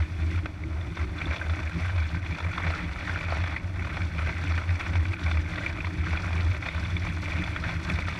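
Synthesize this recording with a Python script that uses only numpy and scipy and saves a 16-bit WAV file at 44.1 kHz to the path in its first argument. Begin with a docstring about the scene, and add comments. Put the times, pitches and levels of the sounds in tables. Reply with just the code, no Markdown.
"""On the deck of a plastic kayak in whitewater, the microphone shut in a sealed case.
Right underneath, waves thump the hull, which hums and rumbles in its low modes. Close by, spray
spatters on deck and case, bubbles burst and foam hisses; water farther off adds an even, bright hiss.
Splashes slap and droplets ping on the case, whose resonances colour the spray and the splashes."""
import sys
import numpy as np
from scipy import signal
from scipy.fft import rfft, irfft
from scipy.io import wavfile
from scipy.ndimage import uniform_filter1d, minimum_filter1d

SR = 44100
rng = np.random.default_rng(int(sys.argv[2]) if len(sys.argv) > 2 else 0)


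def int16_out(signal):
    """Quantize to a 16-bit WAV file."""
    q = np.round(np.clip(np.atleast_2d(signal).T, -1, 1) * 32767)
    wavfile.write(sys.argv[1], SR, q.astype(np.int16))


N = 361179
TIME = np.arange(N) / SR
# slow relative levels, ducking after the slaps at 0.46 and 3.56 s:
# t/s, hull ring/dB, spatter/dB, fine foam/dB
LEVELS = [(0, -47, -46, -38), (0.13, -44.5, -48.5, -43), (0.34, -38.5, -44, -33), (0.47, -54, -46, -53),
          (0.57, -46, -47.5, -51), (0.9, -42.5, -41.5, -38.5), (1.2, -38, -40.5, -40), (1.7, -51, -38, -38),
          (2.6, -42, -35, -40), (3.3, -43, -40, -41), (3.55, -43.5, -36, -42.5), (3.72, -45.5, -42, -43.5),
          (3.9, -43.5, -36, -39), (5, -42, -39.5, -37), (6, -40, -36, -37.5), (6.8, -42.5, -35.5, -36),
          (7.2, -39.5, -39, -32.5), (7.5, -40.5, -32.5, -37.5), (7.9, -38, -36, -31.5),
          (8.19, -41, -36, -34.5)]


def undb(db):
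    """Gain of a level in dB."""
    return 10 ** (np.asarray(db) / 20)


def unit(x):
    """Scaled to rms 1."""
    return x / np.sqrt(np.mean(x ** 2))


def columns(table):
    """Each column after the time column, sample by sample."""
    times, *curves = np.transpose(table)
    return [np.interp(TIME, times, curve) for curve in curves]


def band(x, hz, width):
    """Two-pole resonance, gain 1 at the centre."""
    return signal.lfilter(*signal.iirpeak(hz, hz / width, fs=SR), x)


def noise_band(hz, width):
    """Noise passed twice through one resonance."""
    return band(band(rng.standard_normal(N), hz, width), hz, width)


def walk(rate):
    """Random levels held 1 / rate s and slewed twice; spread 1."""
    hold = int(SR / rate)
    steps = np.repeat(rng.standard_normal(N // hold + 1), hold)
    slewed = uniform_filter1d(uniform_filter1d(steps, hold), hold)[:N]
    return slewed / slewed.std()


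def swells(base_db, rows):
    """A level in dB with bell-shaped swells (t/s, level/dB, rise/s, fall/s) added in power."""
    t = TIME[::64]
    power = sum(undb(2 * db) * np.exp(-((t - s) / np.where(t < s, rise, fall)) ** 2)
                for s, db, rise, fall in rows)
    return 10 * np.log10(undb(2 * base_db) + np.interp(TIME, t, power))


def colour(x, points, modes=(), size=8192):
    """Minimum-phase filter whose gain follows the spectrum points plus bell-shaped modes."""
    f = np.maximum(np.fft.rfftfreq(size, 1 / SR), 1)
    hz, db = np.transpose(points)
    bells_db = sum(height / (1 + (2 * (f - centre) / width) ** 2) for centre, width, height in modes)
    gain_db = np.interp(np.log(f), np.log(hz), db) + bells_db
    cepstrum = irfft(np.log(undb(gain_db)))
    cepstrum[1:size // 2] *= 2
    cepstrum[size // 2 + 1:] = 0
    return signal.fftconvolve(x, irfft(np.exp(rfft(cepstrum))))[:N]


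def plip(hz, cycles, glide):
    """A damped tone that glides up; it decays by 1/e in the given number of cycles."""
    t = np.arange(int(5 * cycles / hz * SR)) / SR
    age = t * hz / cycles
    return np.sin(2 * np.pi * hz * t * (1 + glide * age / 2)) * np.exp(-age) * (1 - np.exp(-6 * age))


def through_case(x, size=8192):
    """Water as the microphone hears it through the resonant walls of the sealed case."""
    # broad spectrum inside the case: f/Hz, level/dB
    spectrum = [(220, -40), (380, -14.5), (464, -11.5), (640, -3.5), (831, -8), (1510, -5), (1680, -7.5),
                (2320, -5.5), (2790, -18), (3510, -12.5), (3850, -16.5), (9520, -35.5), (14900, -57.5)]
    # resonances and dips of the case: f/Hz, width/Hz, level/dB
    modes = [(700, 210, -3), (1568, 113, 3), (1650, 38, -11), (2510, 600, 4), (3200, 166, -9.5),
             (3320, 220, 3.5), (3835, 390, -4), (4880, 103, -7.5), (5350, 200, -3), (5990, 600, 3.5),
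             (6460, 400, -7.5), (6800, 550, 0.5), (7470, 570, -5.5), (7950, 300, 2.5), (8590, 1100, -5.5),
             (9430, 700, 2), (10690, 850, -10), (13600, 620, 1.5)]
    return colour(x, spectrum, modes, size)


def hull_hum(hz=84, wander_hz=5.5, rest_db=-39.5, flutter_db=2.5):
    """The hull's lowest mode hums at a wandering pitch and swells with each wave."""
    # waves thumping the hull: t/s of the peak, level/dB, length/s
    thumps = [(0.018, -24, 0.036), (0.25, -29, 0.11), (0.37, -24, 0.05), (0.67, -39, 0.062),
              (0.77, -29.5, 0.097), (1.034, -28.5, 0.055), (1.307, -22.5, 0.045), (1.504, -25, 0.048),
              (1.663, -33, 0.11), (1.79, -27.5, 0.078), (2.024, -24.5, 0.1), (2.154, -29.5, 0.022),
              (2.308, -26, 0.053), (2.458, -26.9, 0.068), (2.612, -31, 0.045), (2.693, -25, 0.031),
              (2.875, -32.5, 0.04), (3.146, -27, 0.086), (3.288, -27.5, 0.14), (3.41, -26.5, 0.089),
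              (3.503, -30, 0.06), (3.79, -34.5, 0.056), (3.917, -30, 0.041), (4.034, -23.5, 0.05),
              (4.223, -26.5, 0.09), (4.36, -27, 0.05), (4.528, -27, 0.096), (4.705, -26.5, 0.077),
              (4.984, -22.5, 0.089), (5.107, -26.5, 0.051), (5.26, -23.5, 0.054), (5.364, -22.5, 0.066),
              (5.46, -29, 0.067), (5.56, -32, 0.092), (5.72, -35.5, 0.065), (5.87, -25, 0.055),
              (6.01, -21, 0.039), (6.133, -27.6, 0.052), (6.39, -28, 0.2), (6.504, -23.5, 0.055),
              (6.768, -29, 0.037), (6.86, -33.5, 0.047), (6.945, -28, 0.044), (7.02, -26, 0.042),
              (7.177, -30, 0.066), (7.256, -32, 0.044), (7.352, -27.7, 0.028), (7.5, -33, 0.05),
              (7.62, -30, 0.055), (7.755, -28.3, 0.052), (7.957, -23.5, 0.036), (8.065, -29, 0.065)]
    rows = [(s, db, 0.4 * length, 0.47 * length) for s, db, length in thumps]
    level_db = swells(rest_db + 3.7 * walk(8), rows)
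    phase = 2 * np.pi * np.cumsum(hz + wander_hz * walk(25)) / SR
    return unit(np.sin(phase)) * undb(level_db + flutter_db * walk(25))


def hull_ring(rise_s=0.023, fall_s=0.03, rumble_db=-35.5):
    """Buffeting water rings the higher hull modes and, less strongly, swells a broad rumble."""
    # higher hull modes: f/Hz, width/Hz, relative level/dB
    modes = [(110.4, 9.4, -2), (167.1, 21.2, 5), (193, 24, -15), (305.8, 41.5, 0.5), (372.7, 22, -10)]
    # short knocks on the hull: t/s of the peak, level/dB
    knocks = [(0.32, -38), (0.45, -39.5), (0.65, -39), (1.27, -37), (1.59, -38.5), (1.77, -33),
              (2.15, -36.5), (2.31, -37.5), (2.66, -37.5), (2.81, -38.5), (3.81, -39), (3.92, -40),
              (4.03, -40.5), (4.28, -36.5), (4.45, -35), (4.9, -36.5), (5.97, -41), (6.08, -40), (6.4, -39),
              (6.8, -38.5), (6.95, -37.5), (7.09, -38.5), (7.4, -34.5), (7.91, -33)]
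    # drift of the balance toward the modes above (+) or below (-) 250 Hz: t/s, tilt/dB
    tilt = [(0, 1.5), (1.1, 2), (2.3, -2), (3.3, 0.5), (4, -1), (5, 2), (6, -0.5), (7, -1), (7.7, -1),
            (8.19, -2.5)]
    # spectrum of the hull's rumble: f/Hz, relative level/dB
    rumble_spectrum = [(11, -36.5), (18, -25), (61, -7.5), (86, -1), (106, -7.5), (136, -20.5), (181, -22),
                       (229, -24.5), (314, -22.5), (480, -50.5), (620, -56.5), (1060, -120)]
    ring_db = swells(columns(LEVELS)[0] + 1.08 * walk(16), [(s, db, rise_s, fall_s) for s, db in knocks])
    tilt_db, = columns(tilt)
    ring = sum(undb(db + np.sign(hz - 250) * tilt_db) * unit(noise_band(hz, 1.43 * width))
               for hz, width, db in modes)
    rumble = unit(colour(rng.standard_normal(N), rumble_spectrum, modes=[(90.0, 32, -3)]))
    swell_db = .3 * (ring_db - ring_db.mean())
    return unit(ring) * undb(ring_db) + rumble * undb(rumble_db + swell_db)


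def drops(rate, spread_db, fade_ms, rise_ms):
    """Power envelope of scattered drops: many small, few large, each swelling and fading fast."""
    when, size = rng.random((int(rate * N / SR), 2)).T
    hits = np.zeros(N)
    np.add.at(hits, (when * N).astype(int), undb(-2 * spread_db * np.log(1 - .97 * size)))
    for ms in (fade_ms, rise_ms):
        hits = signal.lfilter([1], [1, -np.exp(-2000 / (ms * SR))], hits)
    return hits / hits.mean()


def spatter(shared=0.74, steady=0.34):
    """Drops strike in many bands at once or in one, over a steady wash. Rows: coarse part, fine foam."""
    wide = drops(rate=55, spread_db=4.0, fade_ms=5.0, rise_ms=3.5)
    out = 0
    for hz in 450 * 2 ** np.arange(0, 5.1, .5):
        own = drops(rate=60, spread_db=3.6, fade_ms=3.9, rise_ms=3.2)
        # the treble is mostly fine foam: drops stand out less there and seldom fall in step
        coarse = 1 / (1 + (hz / 4000) ** 2)
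        together = shared / (1 + (hz / 2500) ** 2)
        power = steady ** 2 + (0.19 + 0.37 * coarse) * (together * wide + (1 - together) * own)
        out = out + np.sqrt([[coarse], [1 - coarse]]) * unit(np.sqrt(power)) * noise_band(hz, hz / 1.45)
    return out


def bubbles(rate=220, low_hz=1300, octaves=2.2, spread_db=3.5):
    """Small bubbles burst in the churn at scattered times and pitches; rms 1."""
    out = np.zeros(N + SR)
    for when, pitch, size, ring in rng.random((int(rate * N / SR), 4)):
        tone = plip(low_hz * 2 ** (octaves * pitch), cycles=2.5 + 4.0 * ring, glide=.01)
        i = int(when * N)
        out[i:i + len(tone)] += tone * undb(-spread_db * np.log(1 - .97 * size))
    return unit(out[:N])


def whitewater(gush_foam_db=-9.5):
    """Spray on the deck, churn along the hull and distant water, all heard through the case."""
    # sheets of spray thrown over the deck: t/s of the peak, relative level/dB, length/s
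    gushes = [(0.018, -35, 0.054), (0.203, -38.5, 0.042), (0.34, -38.5, 0.07), (1.004, -33, 0.05),
              (1.2, -32.5, 0.074), (1.34, -31, 0.11), (1.885, -34.5, 0.26), (2.693, -31, 0.23),
              (3.16, -31.5, 0.29), (3.343, -28.5, 0.082), (3.924, -39, 0.23), (4.2, -32, 0.075),
              (4.287, -31.5, 0.078), (4.468, -33.5, 0.22), (4.823, -35, 0.14), (4.967, -32, 0.06),
              (5.286, -33, 0.17), (5.603, -33.5, 0.19), (6.082, -33, 0.14), (6.67, -33, 0.056),
              (7.072, -33.5, 0.082), (7.34, -29.5, 0.12), (7.7, -32.5, 0.084), (7.913, -31, 0.062)]
    rows = np.array([(s, db, 0.44 * length, 0.5 * length) for s, db, length in gushes])
    _, spatter_db, foam_db = columns(LEVELS)
    flicker_db = 1.5 * walk(14)  # the spray also comes and goes at random
    spatter_db = swells(spatter_db + flicker_db, rows)
    foam_db = swells(foam_db + .6 * flicker_db, rows + [0, gush_foam_db, 0, 0])
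    coarse, foam = spatter()
    spray = (coarse + bubbles() * undb(-11)) * undb(spatter_db) + foam * undb(foam_db)
    far_hiss = signal.lfilter([1, -1], [1, .3], rng.standard_normal(N)) * undb(-34.5)
    churn = band(rng.standard_normal(N), hz=575, width=500) * undb(-35.0 + 2.0 * walk(10))
    # far hiss and churn follow the foam's slow level
    surge = undb(0.24 * (uniform_filter1d(foam_db, size=SR // 4) - foam_db.mean()))
    return through_case(spray + (far_hiss + churn) * surge) * undb(7.0)


def splashes(fade_ms=2.2, lead_s=.0015, samples=4096):
    """Close splashes: each a short burst, strongest around its own centre, coloured by the case."""
    # loud splashes: t/s, peak level/dB, centre f/Hz, relative level of the broad part/dB
    slaps = [(0.389, -31, 1570, 0), (0.458, -21.5, 1580, -1), (0.636, -29, 2110, -8),
             (0.972, -26.5, 2330, 15), (1.216, -22, 2220, -6), (1.31, -19.5, 2200, -6),
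             (1.414, -22, 1530, -11), (1.496, -26, 1530, 13), (1.591, -27.5, 1090, -6),
             (1.674, -27.5, 2180, -13), (1.822, -30.5, 2380, -1), (2.147, -25.5, 1330, -21.5),
             (2.228, -33, 2120, -16), (2.262, -26.5, 2210, -6), (2.404, -25.5, 2250, 11),
             (2.579, -19, 1190, -15), (2.891, -28, 1500, -22), (2.959, -29.5, 1330, -17),
             (3.072, -23.5, 1780, -12), (3.159, -23, 1540, -22), (3.209, -26.5, 2460, -11),
             (3.323, -18, 750, -15), (3.495, -29.5, 2180, -13), (3.563, -18, 2050, -24),
             (3.795, -24.5, 2040, -9), (3.958, -31.5, 2340, -13), (4.018, -26, 2400, -21),
             (4.192, -25, 1480, -13), (4.272, -23, 1970, 7), (4.438, -26, 2380, 1), (4.52, -24.5, 1240, -3),
             (4.578, -21.5, 1750, -1), (4.692, -22, 1970, -7), (4.81, -24.5, 2310, -15),
             (4.955, -21.5, 2160, -3), (5.054, -24, 1720, -9), (5.135, -26, 2430, -25),
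             (5.264, -22, 2380, -9), (5.313, -22, 1510, -1), (5.372, -19.5, 2310, -5),
             (5.583, -23.5, 2110, -13), (5.662, -16.5, 2360, -40), (5.773, -28.5, 2350, -17),
             (5.804, -25, 2420, -23), (5.846, -21.5, 1980, -4), (6.069, -22, 1480, -12),
             (6.132, -22.5, 1510, -10), (6.172, -23, 2420, -16), (6.625, -22.5, 2100, -10),
             (6.687, -22.5, 2080, -9), (6.966, -26.5, 2320, -20), (7.066, -28.5, 2220, -18),
             (7.258, -25.5, 2390, -20), (7.32, -24, 2256, -19), (7.386, -24, 2400, -12),
             (7.42, -25, 1760, -14), (7.438, -26.5, 2450, -11), (7.462, -30, 2140, -7),
             (7.525, -36, 1720, -4), (7.563, -19, 1490, -13), (7.639, -21.5, 1420, -6),
             (7.691, -22.5, 1460, -1), (7.876, -28, 1440, -14), (7.899, -19.5, 2280, -12),
             (7.988, -20.5, 2350, -5), (8.023, -27, 2150, -19), (8.084, -19.5, 1810, 0)]
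    out = np.zeros(N + samples)
    t = np.arange(samples) / SR
    for s, db, hz, broad_db in slaps:
        burst = rng.standard_normal(samples) * t * np.exp(-1000 * t / fade_ms)  # swells, then fades
        broad = signal.lfilter([.3], [1, -.75], burst)
        slap = through_case(band(burst, hz, width=350) + undb(broad_db) * broad, size=1024)[:samples]
        i = int((s - lead_s) * SR)
        out[i:i + samples] += slap * undb(db) / np.abs(slap).max()
    return out[:N]


def pings():
    """Droplets hit the case right at the microphone, each ringing one of its modes."""
    # droplets on the case: t/s, level/dB, f/Hz
    droplets = [(0.4574, -35, 3340), (0.8116, -35.5, 3500), (0.9686, -34, 3580), (1.2565, -27.5, 3500),
                (1.4975, -30, 3470), (2.0414, -36, 3420), (2.581, -28, 3450), (3.304, -31, 4430),
                (4.5216, -35, 4410), (4.6897, -37, 3600), (4.9564, -30, 3490), (5.3126, -28, 3490),
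                (6.1734, -29, 3380), (6.6877, -27.5, 3630), (6.8488, -31, 3470), (6.906, -33, 3420),
                (6.967, -26, 3480), (7.4385, -29, 3460), (7.5617, -29, 3380), (7.8994, -30, 3400),
                (8.1374, -31, 3590)]
    out = np.zeros(N + SR)
    for s, db, hz in droplets:
        tone = plip(hz, cycles=11.0, glide=.002)
        i = int(s * SR)
        out[i:i + len(tone)] += tone * undb(db)
    return out[:N]


def level_dips(half_width_s=0.02):
    """The level of spray and hull ducks briefly: the change in dB."""
    # brief dips (-) and two slight lifts (+): t/s of the centre, level change/dB
    dips = [(1.12, -1), (1.46, 1.5), (1.71, -1), (2.21, -5), (2.5, 1), (3.27, -3.5), (3.6, -4), (4.12, -2),
            (4.65, -3), (4.77, -2.5), (5.17, -4.5), (5.45, -3), (5.75, -3.5), (6.02, -3), (6.6, -4),
            (7.19, -4), (7.8, -2.5), (8.05, -3.5)]
    t = TIME[::64]
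    return np.interp(TIME, t, sum(db * np.exp(-((t - s) / half_width_s) ** 2) for s, db in dips))


def scene():
    """Hull, water, splashes and pings at one microphone; the hull ducks about half as far as the spray."""
    water = whitewater()
    hull = hull_hum() + hull_ring()
    dip_db = level_dips()
    return (hull * undb(0.49 * dip_db) + water * undb(dip_db) + splashes() + pings())[None]


def record(dry):
    """A limiter eases the gain down around the loudest peaks; then the top is cut."""
    ceiling, window, top_hz = .152, 441, 15050  # window: 10 ms
    allowed_gain = np.minimum(1, ceiling / (np.abs(dry) + 1e-9))
    gain = uniform_filter1d(minimum_filter1d(allowed_gain, size=window), size=window)
    lowpass = signal.ellip(10, .2, 50, top_hz, fs=SR, output="sos")
    return signal.sosfilt(lowpass, dry * gain)


dry = scene()
out = record(dry)
int16_out(out)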